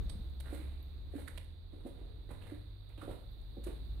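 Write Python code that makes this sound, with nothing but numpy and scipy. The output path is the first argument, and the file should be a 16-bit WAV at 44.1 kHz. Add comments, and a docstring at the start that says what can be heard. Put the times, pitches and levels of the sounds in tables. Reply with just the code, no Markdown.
"""Footsteps at an even pace on the damp, gritty floor of a narrow tunnel.
Each step: a hollow thud (damped modes) in crunching grit (filtered clicks), with tunnel echo.
Small stones click and metal clinks on the right; the walker's hand bumps a camera.
Underneath: a low drone climbing slowly like a far engine, air rumble, microphone hiss."""
import sys
import numpy as np
from scipy import signal
from scipy.fft import rfft, irfft
from scipy.io import wavfile
from scipy.ndimage import uniform_filter1d

SR = 44100
rng = np.random.default_rng(int(sys.argv[2]) if len(sys.argv) > 2 else 0)


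def digitize_waveform(pressure):
    """Quantize a signal to 16-bit integers and store it at the path in sys.argv[1].

    Rows of a 2-D input are taken as channels; values are limited to [-1, 1].
    """
    field = np.atleast_2d(pressure).T
    bounded = np.clip(field, -1, 1)
    quanta = np.round(bounded * 32767).astype(np.int16)
    wavfile.write(sys.argv[1], SR, quanta)


N = 176400

# microphone hiss spectrum: f/Hz, left/dB, right/dB
HISS_SPECTRUM = [(490, -1.5, 2.5), (2090, -11.5, -8), (3180, -10.5, -6.5), (3480, -5, 5.5),
                 (3774, -4.5, 11), (4630, -9, 0), (5200, -23, -31), (6840, -35, -39), (8400, -31, -14),
                 (10600, -25, -17), (14200, -14.5, -14)]
# treble hiss envelope: t/s, gain/dB
HISS_ENVELOPE = [(0.2, 0.5), (1.6, -8), (2.8, -4), (3.9, 1)]
HISS_DB, HISS_SPLIT_HZ, HISS_LOW_SHARE = -64.5, 7000, 0.41
# air rumble spectrum: f/Hz, level/dB
RUMBLE_SPECTRUM = [(15, -57), (27, 5), (37, 3.5), (52, 4.5), (85, -2), (130, -10.5), (200, -21),
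                   (300, -20.5), (500, -29), (900, -39), (2000, -45.5), (5000, -60)]
# air rumble envelope: t/s, level/dB
RUMBLE_ENVELOPE = [(0, -38), (0.35, -47.5), (1.3, -48.5), (1.65, -53.5), (2.501, -49.5), (2.801, -55),
                   (3.101, -48.5), (3.35, -51), (4, -46)]
RUMBLE_SIDE_DB, RUMBLE_PAN_DB = -5.5, -1
# drone glide: t/s, f/Hz, fundamental/dB, octave/dB
DRONE_GLIDE = [(0, 31.93, -71, -47.5), (0.55, 34.25, -87, -43), (1.0, 35.95, -68, -51),
               (1.298, 39.06, -59.5, -49), (2.002, 45.83, -54, -57.5), (2.648, 50.02, -54, -52),
               (3.151, 50.5, -56, -56.5), (3.951, 55.44, -42, -68.5)]
DRONE_PAN_DB = -1.5
# tunnel decay: f/Hz, t60/s
TUNNEL_DECAY = [(100, 1.9), (300, 0.47), (1000, 1), (8000, 0.77), (15000, 0.41)]
TUNNEL_ONSET_S, EARLY_S, EARLY_DB, TUNNEL_PAN_DB, TREBLE_PAN_DB = 0.013, 0.081, 12, -1, -13

# hand bumps: t/s, level/dB
HAND_BUMPS = [(0.052, -47), (0.151, -42.5), (0.19, -41)]
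# modes of the bumped camera: f/Hz, level/dB, t60/s
CAMERA_MODES = [(168, -4, 0.11), (221, -3, 0.069)]
# metal clinks: t/s, f/Hz, level/dB, t60/s, mode spread/fraction of f
METAL_CLINKS = [(0.095, 8640, -54.5, 0.11, .1), (0.821, 12100, -61, 0.075, .028),
                (3.311, 11900, -70, 0.07, .055)]
CLINK_PAN_DB = -20
# stone clicks: t/s, ring f/Hz, ring/dB, knock/dB, snap/dB
STONE_CLICKS = [(0.095, 3900, -55, -59.5, -58.5), (0.401, 13000, -64, -58, -56),
                (1.277, 1654, -49.5, -75, -54.5), (1.375, 2700, -57.5, -52.5, -57),
                (3.015, 1200, -54, -81, -66.5), (3.64, 9300, -60.5, -65.5, -72)]
# stone knock spectrum: f/Hz, level/dB
KNOCK_SPECTRUM = [(200, -45), (600, 2.5), (1100, -11.5), (2000, -7), (4000, -8), (6500, -33)]
STONE_HOLD_S, STONE_FALL_S, STONE_BAND_RATIO, SNAP_TOP_HZ = .007, .004, 1.25, 11600
STONE_PAN_DB, STONE_WET_DB = -22, -6.5
# single grains cracking: t/s, level/dB
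GRAIN_TICKS = [(0.298, -71), (0.548, -55.5), (1.444, -66), (2.892, -69), (3.416, -71)]
TICK_FALL_S = .004

# sole scuffs: peak t/s, rise/s, fall/s, scrape/dB, scrape f/Hz, grit/dB
SOLE_SCUFFS = [(0.469, 0.03, 0.057, -55.5, 1650, -69), (0.549, 0.034, 0.04, -61, 2140, -64),
               (0.64, 0.043, 0.17, -68, 2400, -80.5), (1.193, 0.053, 0.039, -59.5, 1870, -66.5),
               (1.29, 0.02, 0.1, -64, 1960, -73), (1.741, 0.024, 0.34, -63, 424, -83.5),
               (1.878, 0.021, 0.013, -59.5, 695, -69.5), (2.03, 0.05, 0.081, -63.5, 370.6, -96),
               (2.29, 0.00073, 0.056, -62.5, 1790, -76.5), (2.316, 0.012, 0.023, -56, 850, -69.5),
               (2.429, 0.013, 0.018, -59.5, 2980, -73), (2.502, 0.05, 0.081, -63, 1960, -75),
               (2.911, 0.015, 0.021, -65.5, 2500, -81.5), (2.979, 0.0019, 0.015, -58.5, 2950, -74),
               (3.031, 0.022, 0.041, -54.5, 1330, -68.5), (3.117, 0.032, 0.039, -53, 617.8, -70.5),
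               (3.642, 0.0067, 0.04, -64, 1780, -63.5), (3.679, 0.014, 0.034, -49, 452, -76)]
# coarse scrape spectrum: f/Hz, level/dB
SCRAPE_SPECTRUM = [(200, 13.5), (350, 9.5), (700, 2), (1700, -7.5), (3800, -13), (5000, -31), (6500, -48)]
# fine grit spectrum: f/Hz, level/dB
GRIT_SPECTRUM = [(1500, -22.5), (4000, 0), (5500, -18.5), (7000, -14.5), (8600, -1.5), (10500, -4),
                 (13000, -9.5), (15500, -13)]
GRAINS_PER_S, GRAIN_SPREAD_DB, SPURT_S, SPURT_DB = 3200, 1.5, .008, 2.2
RUB_PEAK_DB, RUB_WIDTH_OCT, RUB_LOW_CUT_RATIO = 10, 0.38, 0.14
SCRAPE_PAN_DB, GRIT_PAN_DB, SCUFF_WET_DB = -16, -27, -1
# heel and sole landings: t/s, level/dB, f/Hz, hardness (upper mode gain)/dB
FOOTFALLS = [(0.524, -36, 291.5, -3.5), (0.596, -41.5, 307, -12), (1.135, -49, 284, 9),
             (1.153, -32, 288, -27), (1.183, -45.5, 309.5, 1.5), (1.732, -46, 292, -7),
             (1.849, -37, 262, -11), (1.858, -40.5, 281.3, 2), (2.012, -46.5, 305, -5.5),
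             (2.289, -54, 286, 5.5), (2.518, -35, 294.7, -10), (2.977, -46.5, 298.3, -4),
             (3.027, -43.5, 299, -1.5), (3.076, -38, 294, 1.5), (3.091, -42, 277, 5.5),
             (3.567, -43.5, 287.6, 0), (3.576, -44, 195, 1), (3.664, -33, 340, -12.5),
             (3.684, -44.5, 202.4, 2.5)]
# footfall modes: ratio to f, level/dB, t60/s
FOOTFALL_MODES = [(0.998, 3, 0.066), (1.264, 4, 0.036), (1.6, -5, 0.068), (1.902, -4, 0.076),
                  (2.55, -6.5, 0.054)]
THUD_ATTACK_S, THUD_PAN_DB, THUD_WET_DB, THUD_LEFT_LAG_S = 0.0035, -4.5, -4, 0.00033
TOP_HZ = 15600


def undb(db):
    """dB to gain."""
    return 10 ** (np.asarray(db) / 20)


def unit(x):
    """Scale to rms 1."""
    return x / np.sqrt(np.mean(x ** 2))


def pan(x, db):
    """Pan by left minus right level."""
    gains = undb(np.array([[db], [-db]]) / 2)
    return x * gains / gains.mean()


def log_curve(points, f):
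    """Interpolate (f/Hz, value) points over log frequency."""
    hz, values = np.array(points, float).T
    return np.interp(np.log(f + 1e-9), np.log(hz), values)


def time_curve(points, column=1):
    """Interpolate a column over t/s, per sample."""
    table = np.array(points)
    return np.interp(np.arange(N) / SR, table[:, 0], table[:, column])


def colour(x, spectrum):
    """Filter by (f/Hz, level/dB) points; rms 1."""
    gain = undb(log_curve(spectrum, np.fft.rfftfreq(N, 1 / SR)))
    return unit(irfft(rfft(x) * gain, N))


def since(start_s):
    """Seconds since start_s, zero before."""
    return np.maximum(np.arange(N) / SR - start_s, 0)


def burst(start_s, fall_s, hold_s=0):
    """Envelope: step on, hold, exponential fall."""
    return (since(start_s) > 0) * np.exp(-np.minimum(since(start_s + hold_s) / fall_s, 20))


def ring(start_s, modes):
    """Struck modes (f/Hz, level/dB, t60/s), alternating in sign."""
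    out, i = np.zeros(N), int(start_s * SR)
    t = np.arange(min(SR // 2, N - i)) / SR
    for k, (hz, db, t60_s) in enumerate(modes):
        out[i:i + len(t)] += (-1) ** k * undb(db - 60 * t / t60_s) * np.sin(2 * np.pi * hz * t)
    return out


def grains():
    """Dense random clicks of uneven size."""
    hit = rng.random(N) < GRAINS_PER_S / SR
    return hit * rng.choice([-1, 1], N) * undb(GRAIN_SPREAD_DB * np.minimum(rng.exponential(size=N), 4))


def hiss():
    """Microphone hiss, bright band on the right; sinks and returns, most in the treble."""
    f, table = np.fft.rfftfreq(N, 1 / SR), np.array(HISS_SPECTRUM)
    gain = undb([log_curve(table[:, [0, side]], f) for side in (1, 2)])
    noise = undb(HISS_DB) * unit(irfft(rfft(rng.standard_normal((2, N))) * gain, N))
    treble = irfft(rfft(noise) * (f > HISS_SPLIT_HZ), N)
    treble_db = time_curve(HISS_ENVELOPE)
    return (noise - treble) * undb(HISS_LOW_SHARE * treble_db) + treble * undb(treble_db)


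def rumble():
    """Tunnel air: low noise, similar on both sides."""
    mid, side = (colour(rng.standard_normal(N), RUMBLE_SPECTRUM) for _ in range(2))
    stereo = mid + undb(RUMBLE_SIDE_DB) * side * np.array([[1], [-1]])
    return pan(undb(time_curve(RUMBLE_ENVELOPE)) * stereo, RUMBLE_PAN_DB)


def drone():
    """Rising tone plus octave; weight shifts from octave to fundamental."""
    hz, fundamental_db, octave_db = (time_curve(DRONE_GLIDE, column) for column in (1, 2, 3))
    phase = 2 * np.pi * (np.cumsum(hz) / SR + rng.random())
    return np.sqrt(2) * (undb(fundamental_db) * np.sin(phase) + undb(octave_db) * np.sin(2 * phase))


def tunnel(x):
    """Dense early echoes off near walls, then a tail: bass longest, treble to the right."""
    t, f = np.arange(SR) / SR, np.fft.rfftfreq(SR, 1 / SR)
    noise, response = rfft(rng.standard_normal((2, SR))), 0
    onset = np.minimum(t / TUNNEL_ONSET_S, 1) ** 2
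    early = 1 + undb(EARLY_DB) * np.exp(-t / EARLY_S)
    for hz in 125 * 2. ** np.arange(8):
        distance_oct = np.abs(np.log2((f + 1e-9) / hz))
        band = irfft(noise * np.maximum(1 - distance_oct, 0), SR)
        fade = onset * early * np.exp(-np.log(1000) * t / log_curve(TUNNEL_DECAY, hz))
        pan_db = log_curve([(400, TUNNEL_PAN_DB), (8000, TREBLE_PAN_DB)], hz)
        response += pan(band * fade / np.sqrt(np.sum(fade ** 2)), pan_db)
    return signal.fftconvolve(x[None], response, axes=1)[:, :N]


def bumps():
    """Hand shifts on the camera: dull bumps."""
    return sum(undb(db) * ring(start_s, CAMERA_MODES) for start_s, db in HAND_BUMPS)


def clinks(mode_count=10):
    """Small carried metal parts touch: brief clusters of close modes."""
    out = 0
    for start_s, hz, db, t60_s, spread in METAL_CLINKS:
        offsets = 2 * (np.arange(mode_count) + rng.random(mode_count)) / mode_count - 1
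        modes = [(hz * (1 + spread * offset), db - 6 * offset ** 2, t60_s) for offset in offsets]
        out += ring(start_s, modes) / np.sqrt(mode_count / 2)
    return out


def stones():
    """Stones slip and rattle: band-limited ring, broad knock, bright snap."""
    out, knock, snap = 0, colour(grains(), KNOCK_SPECTRUM), colour(grains(), GRIT_SPECTRUM)
    snap = signal.sosfilt(signal.butter(2, SNAP_TOP_HZ, fs=SR, output="sos"), snap)
    for start_s, hz, *levels_db in STONE_CLICKS:
        band_hz = [hz / STONE_BAND_RATIO, hz * STONE_BAND_RATIO]
        tone = signal.sosfilt(signal.butter(2, band_hz, "band", fs=SR, output="sos"), grains())
        envelope = burst(start_s, STONE_FALL_S, STONE_HOLD_S)
        for part, db in zip((tone, knock, snap), levels_db):
            out += undb(db) * unit(envelope * part) * np.sqrt(np.mean(envelope ** 2))
    return out


def ticks():
    """Single grains crack: tiny bright noise bursts."""
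    envelope = sum(undb(db) * burst(start_s, TICK_FALL_S) for start_s, db in GRAIN_TICKS)
    return envelope * colour(rng.standard_normal(N), GRIT_SPECTRUM)


def spurts():
    """Grit gives way unevenly: random gain, rms 1."""
    flutter = unit(uniform_filter1d(rng.standard_normal(N), int(SPURT_S * SR)))
    return unit(undb(SPURT_DB * flutter))


def scuffs():
    """Grit shifts under the sole: resonant scrape and fine crunch swell and fade together."""
    t, f = np.arange(N) / SR, np.fft.rfftfreq(N, 1 / SR)
    spectrum = rfft(colour(grains(), SCRAPE_SPECTRUM))
    scrape, grit_envelope = 0, 0
    for peak_s, rise_s, fall_s, scrape_db, hz, grit_db in SOLE_SCUFFS:
        lead_in = (np.minimum(t - peak_s, 0) / rise_s) ** 2
        swell = np.exp(-np.minimum(lead_in + since(peak_s) / fall_s, 20))
        resonance = undb(RUB_PEAK_DB * np.exp(-(np.log2((f + 1) / hz) / RUB_WIDTH_OCT) ** 2))
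        low_cut = f / np.hypot(f, RUB_LOW_CUT_RATIO * hz)
        scrape += undb(scrape_db) * swell * unit(irfft(spectrum * resonance * low_cut, N))
        grit_envelope += undb(grit_db) * swell
    crunch = spurts()
    return crunch * scrape, crunch * grit_envelope * colour(grains(), GRIT_SPECTRUM)


def thuds():
    """Shoe lands with a hollow knock; harder landings lift the upper modes."""
    out = 0
    for start_s, db, hz, hardness_db in FOOTFALLS:
        detune = 1 + 0.026 * rng.standard_normal(len(FOOTFALL_MODES))
        modes = [(hz * ratio * detune[k], db + mode_db + hardness_db * (k > 0), t60_s)
                 for k, (ratio, mode_db, t60_s) in enumerate(FOOTFALL_MODES)]
        attack = 1 - np.exp(-since(start_s) / THUD_ATTACK_S)
        out += ring(start_s, modes) * attack
    return out


def scene():
    """Stereo mix: walker, tunnel echo, background."""
    thud, (scrape, grit), stone, clink = thuds(), scuffs(), stones(), clinks()
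    thud_stereo = np.array([np.roll(thud, int(THUD_LEFT_LAG_S * SR)), thud])
    direct = (pan(thud_stereo, THUD_PAN_DB) + pan(scrape, SCRAPE_PAN_DB)
              + pan(grit + ticks(), GRIT_PAN_DB) + pan(stone, STONE_PAN_DB) + pan(clink, CLINK_PAN_DB))
    echo = tunnel(undb(THUD_WET_DB) * thud + undb(SCUFF_WET_DB) * (scrape + grit)
                  + undb(STONE_WET_DB) * (stone + clink))
    return direct + echo + pan(drone(), DRONE_PAN_DB) + bumps() + rumble() + hiss()


def record(dry):
    """Camera's steep low-pass."""
    return signal.sosfilt(signal.ellip(10, .2, 70, TOP_HZ, fs=SR, output="sos"), dry)


dry = scene()
out = record(dry)
digitize_waveform(out)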